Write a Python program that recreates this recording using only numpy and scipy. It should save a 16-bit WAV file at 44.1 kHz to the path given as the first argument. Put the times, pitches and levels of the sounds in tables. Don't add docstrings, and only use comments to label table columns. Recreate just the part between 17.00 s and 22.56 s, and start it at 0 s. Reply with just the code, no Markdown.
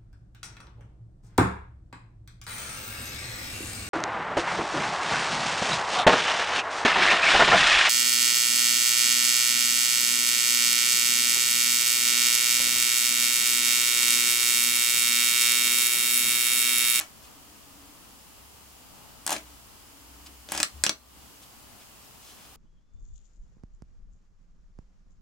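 import sys
import numpy as np
from scipy import signal
from scipy.fft import rfft, irfft, next_fast_len
from scipy.io import wavfile
from scipy.ndimage import uniform_filter1d, minimum_filter1d

SR = 44100
rng = np.random.default_rng(int(sys.argv[2]) if len(sys.argv) > 2 else 0)


def to_wav(s):
    ch = np.atleast_2d(s).T
    pcm = np.round(np.clip(ch, -1, 1) * 32767)
    wavfile.write(sys.argv[1], SR, pcm.astype(np.int16))


N = 245220
T = np.arange(N) / SR


def undb(db):
    return 10 ** (np.asarray(db) / 20)


def unit(x):
    return x / np.sqrt(np.mean(x ** 2))


def colour(x, points):
    hz, db = np.transpose(points)
    n = x.shape[-1]
    size = next_fast_len(2 * n)
    f = np.maximum(np.arange(size // 2 + 1) * SR / size, 1)
    gain = undb(np.interp(np.log(f), np.log(hz), db))
    return irfft(rfft(x, size) * gain, size)[..., :n]


def band(x, lo_hz, hi_hz, order=1):
    sos = signal.butter(order, [lo_hz, min(hi_hz, SR / 2 - 1)], "band", fs=SR, output="sos")
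    return signal.sosfilt(sos, x)


def add(out, x, start):
    i = max(int(round(start * SR)), 0)
    out[i:i + len(x)] += x[:N - i]


def stereo(mid, side):
    return np.array([mid + side, mid - side])


def drift(rate_hz):
    step = int(SR / rate_hz)
    stairs = np.repeat(rng.standard_normal(N // step + 1), step)
    return unit(uniform_filter1d(stairs, step)[:N])


def swell(start, end, attack_s, release_s):
    return np.clip((T - start) / attack_s, 0, 1) * np.exp(-np.maximum(T - end, 0) / release_s)


def swells(rows, rest_db, attack_s, release_s):
    return undb(rest_db) + sum(undb(db) * swell(start - attack_s, end, attack_s, release_s)
                               for start, end, db in rows)


# frequency in Hz, bandwidth in Hz, gain in dB.
CLOTH_MODES = [(230, 74, -2), (400, 175, -0.5), (670, 110, 6), (1010, 480, -1.5), (1850, 780, 0.5),
               (2960, 980, 0), (6870, 2900, -1.5)]

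def cloth(x):
    return sum((-1) ** k * undb(db) * band(x, hz ** 2 / (hz + width / 2), hz + width / 2)
               for k, (hz, width, db) in enumerate(CLOTH_MODES))


# start and end in seconds, first and last cloth pitch in Hz,
# cycles to the peak of a flap, thread drag level in dB.
SEAM_TUGS = [(-.05, 0.007, 1210, 1210, 0.4, -35.5), (2.269, 2.353, 1030, 645, 0.42, -35),
             (3.494, 3.611, 626, 1470, 0.26, -37), (3.838, 3.89, 1470, 860, .3, -59)]

def thread_drag(slips_per_s=2500, uneven_db=4):
    slips = (rng.random(N) < slips_per_s / SR) * rng.choice([-1, 1], N)
    strength = undb(uneven_db * rng.standard_normal(N))
    pull = sum(undb(db) * swell(start, end, attack_s=0.042, release_s=0.023)
               for start, end, *_, db in SEAM_TUGS)
    return unit(cloth(slips * strength)) * pull


def cloth_tuning(when):
    nearest = min(SEAM_TUGS, key=lambda tug: abs(when - (tug[0] + tug[1]) / 2))
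    start, end, first_hz, last_hz, cycles, _ = nearest
    progress = np.clip((when - start) / (end - start), 0, 1)
    return first_hz * (last_hz / first_hz) ** progress, cycles


def recoil(t, hz, cycles):
    age = t * hz / cycles
    return age * np.exp(1 - age) * np.sin(2 * np.pi * hz * t)


def parting_fibres(t, crack_hz, cycles, onset_s=.0003, decay_s=.00044, click_chance=0.23):
    clicks = rng.standard_normal(len(t)) * (rng.random(len(t)) < click_chance)
    shower = clicks * np.exp(-t / decay_s) * (t > onset_s)
    tick = recoil(t, 1.235 * crack_hz, cycles)
    return unit(signal.fftconvolve(shower, tick)[:len(t)])


# start in seconds, crack level in dB, crack pitch in Hz, flap level in dB.
STITCH_BREAKS = [(.011, -18.5, 6960, -34), (2.2654, -7, 8000, -26), (2.2769, -9, 7160, -23),
                 (2.2934, -17, 8200, -20), (2.3059, -9.5, 8200, -22.5), (2.3180, -20, 6800, -19),
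                 (2.3260, -13, 7500, -21.5), (2.3285, -8.5, 7640, -23), (2.3642, -20, 3200, -31.5),
                 (3.4880, -30, 3470, -34), (3.4980, -38, 3500, -36.5), (3.52, -9, 8800, -20.5),
                 (3.5493, -24, 6500, -23), (3.5637, -20.5, 5000, -32), (3.5770, -10, 5960, -21.5),
                 (3.6021, -6.5, 6400, -18.5), (3.6303, 1, 6400, -16), (3.8380, 9.5, 6800, -7),
                 (3.8510, -7, 3200, -25), (3.865, 5, 4730, -11), (3.894, 4.5, 5300, -15.5)]

def stitch_snaps(recoil_peak_s=.000068, crumple_db=-4.5, crumple_s=.0036, flap_delay_s=.0003):
    out, t = np.zeros(N), T[:SR // 20]
    for start, crack_db, crack_hz, flap_db in STITCH_BREAKS:
        cycles = recoil_peak_s * crack_hz
        crack = recoil(t, crack_hz, cycles)
        fray_db = -4 - 0.19 * crack_db
        fibres = undb(fray_db) * np.std(crack) * parting_fibres(t, crack_hz, cycles)
        crumple = unit(cloth(rng.standard_normal(len(t)))) * np.exp(-t / crumple_s)
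        flap = recoil(t, *cloth_tuning(start)) + undb(crumple_db) * crumple
        add(out, undb(crack_db) * (crack + fibres), start)
        add(out, undb(flap_db) * flap, start + flap_delay_s)
    return band(out, 143, SR / 2, order=2)


# frequency in Hz, relative spectral density in dB.
AIR_SPECTRUM = [(20, -10.5), (45, 1), (100, -0.5), (165, -4.5), (210, -1.5), (290, -4.5), (340, -8),
                (550, -9.5), (800, -6), (1200, -7.5), (1700, -16.5), (4000, -19), (16000, -38)]

def room_air(level_db=-55.5, side_db=-2.5, flutter_db=1, pan_db=1.5):
    mid, side = colour(rng.standard_normal((2, N)), AIR_SPECTRUM)
    air = unit(stereo(mid, undb(side_db) * side))
    return air * undb(level_db + flutter_db * drift(rate_hz=9)) * undb([[pan_db], [-pan_db]])


# frequency in Hz, relative spectral density in dB.
HISS_SPECTRUM = [(100, 0), (2300, -0.5), (2950, 5), (3700, -1.5), (5000, 2.5), (5800, 0), (7000, 2),
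                 (10000, 0), (16000, -1)]

def microphone_hiss(level_db=-52):
    return undb(level_db) * unit(colour(rng.standard_normal((2, N)), HISS_SPECTRUM))


# centre and half-width in seconds, level in dB,
# band frequency in Hz.
FABRIC_SLIDES = [(0.249, 0.031, -56, 5600), (2.518, 0.05, -61, 5000), (3.267, 0.0084, -46, 4200),
                 (4.433, .013, -53, 6012), (4.817, 0.016, -56.5, 3300), (5.041, .03, -60, 6000),
                 (5.287, 0.061, -53, 5750), (5.428, 0.072, -58.5, 3700)]

def rustles(grain_db=4):
    out = np.zeros(N)
    for centre, half, db, hz in FABRIC_SLIDES:
        t = np.arange(-3 * half, 3 * half, 1 / SR)
        grains = rng.standard_normal(len(t)) * undb(grain_db * rng.standard_normal(len(t)))
        rustle = unit(band(grains, hz / 2, hz * 1.52))
        add(out, undb(db) * rustle * np.exp(-(t / half) ** 2), centre + t[0])
    return out


# start and end in seconds, level in dB.
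SLEEVE_STROKES = [(.38, 1.08, -64), (2.44, 2.52, -68), (2.97, 3.33, -64.5), (4.18, 4.34, -66.5)]

def sleeves():
    motion = swells(SLEEVE_STROKES, rest_db=-73, attack_s=0.14, release_s=0.029)
    return unit(band(rng.standard_normal(N), lo_hz=268.6, hi_hz=307, order=2)) * motion


# start and end in seconds, relative level in dB.
HUM_RISES = [(1.42, 1.76, -64), (2.42, 2.55, -56), (3.1, 3.4, -55.5), (3.92, 4.22, -59.5)]

def low_hum(hz=64.9, waver_hz=3, gain_db=-1.5):
    phase = 2 * np.pi * np.cumsum(hz + waver_hz * drift(rate_hz=24)) / SR
    envelope = swells(HUM_RISES, rest_db=-67, attack_s=0.11, release_s=0.055)
    return undb(gain_db) * unit(np.sin(phase)) * envelope


# start and length in seconds, level in dB, frequency in Hz.
GARMENT_SWINGS = [(3.538, 0.1, -47, 66), (3.729, .128, -42, 71)]

def billows():
    out = np.zeros(N)
    for start, length, db, hz in GARMENT_SWINGS:
        t = T[:int(length * SR)]
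        add(out, undb(db) * signal.windows.tukey(len(t), .35) * np.sin(2 * np.pi * hz * t), start)
    return out


# frequency in Hz, side level relative to mid in dB.
FIELD_WIDTH = [(60, -2), (300, -23), (1000, 0), (2500, 4), (6000, 2), (15000, 9)]
# frequency in Hz, level re direct sound in dB, 60 dB decay in seconds.
REVERB_BANDS = [(100, -9, .22), (300, 1.5, .19), (600, -1.5, .16), (1100, 0, .165), (2800, -.5, .155),
                (4500, -5, .15), (8000, -7.5, .155), (15000, -7, .16)]

def diffuse_tail(t, onset_s=0.0006):
    field = stereo(rng.standard_normal(len(t)), colour(rng.standard_normal(len(t)), FIELD_WIDTH))
    equal_power = [(f, -10 * np.log10(1 + undb(side) ** 2)) for f, side in FIELD_WIDTH]
    spectrum = rfft(colour(field, equal_power))
    log_f = np.log(np.maximum(np.fft.rfftfreq(len(t), 1 / SR), 1))
    hz, db, t60 = np.transpose(REVERB_BANDS)
    tail = np.zeros_like(field)
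    for k, share in enumerate(np.eye(len(hz))):
        fade = np.exp(-np.log(1000) * t / t60[k]) * (1 - np.exp(-t / onset_s))
        band_noise = irfft(spectrum * np.interp(log_f, np.log(hz), share), len(t))
        tail += undb(db[k]) * band_noise * fade / np.linalg.norm(fade)
    return tail


# delay in seconds, gain in dB.
EARLY_REFLECTIONS = [(.00122, -14), (.00355, -12), (.0087, -23.5)]
# frequency in Hz, gain in dB, 60 dB decay in seconds.
METAL_MODES = [(1175, -64.5, .6), (4138, -64.5, .28), (4172, -63, .28)]

def room(x):
    t = T[:SR * 3 // 4]
    response = diffuse_tail(t)
    response[:, 0] += 1
    for delay, db in EARLY_REFLECTIONS:
        response[:, int(delay * SR)] += undb(db)
    for hz, db, t60 in METAL_MODES:
        response += undb(db) * np.sin(2 * np.pi * hz * t) * np.exp(-np.log(1000) * t / t60)
    return signal.fftconvolve(x[None], response, axes=1)[:, :N]


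# frequency in Hz, gain relative to the left in dB.
RIGHT_RESPONSE = [(100, -4), (700, -2.5), (4400, 0.5), (7500, -3), (9500, -1.5), (11300, -7), (15000, -2)]

def microphone_ports(x, lag_s=.000019):
    left, right = x
    phase_lag = np.exp(-2j * np.pi * np.fft.rfftfreq(N, 1 / SR) * lag_s)
    late = irfft(rfft(right) * phase_lag, N)
    return np.array([left, colour(late, RIGHT_RESPONSE)])


def scene():
    seam = stitch_snaps() + thread_drag() + rustles()
    hands = room(seam) + sleeves() + billows()
    return microphone_ports(hands) + room_air() + low_hum() + microphone_hiss()


def limiter(x, ceiling_db=1.5, hold_s=0.19, release_db_per_s=38):
    peak_db = 20 * np.log10(np.abs(x).max(axis=0) + 1e-9)
    need_db = np.minimum(0, ceiling_db - peak_db)
    half = int(hold_s * SR / 2)
    held_db = minimum_filter1d(need_db, 2 * half + 1, origin=half)
    climb_db = release_db_per_s * T
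    gain_db = np.minimum.accumulate(held_db - climb_db) + climb_db
    smooth_db = uniform_filter1d(minimum_filter1d(gain_db, size=65), size=65)
    return x * undb(smooth_db)


def record(dry, cutoff_hz=15900):
    low_pass = signal.ellip(10, .1, 70, cutoff_hz, fs=SR, output="sos")
    return signal.sosfilt(low_pass, np.clip(limiter(dry), -1, 1))


dry = scene()
out = record(dry)
to_wav(out)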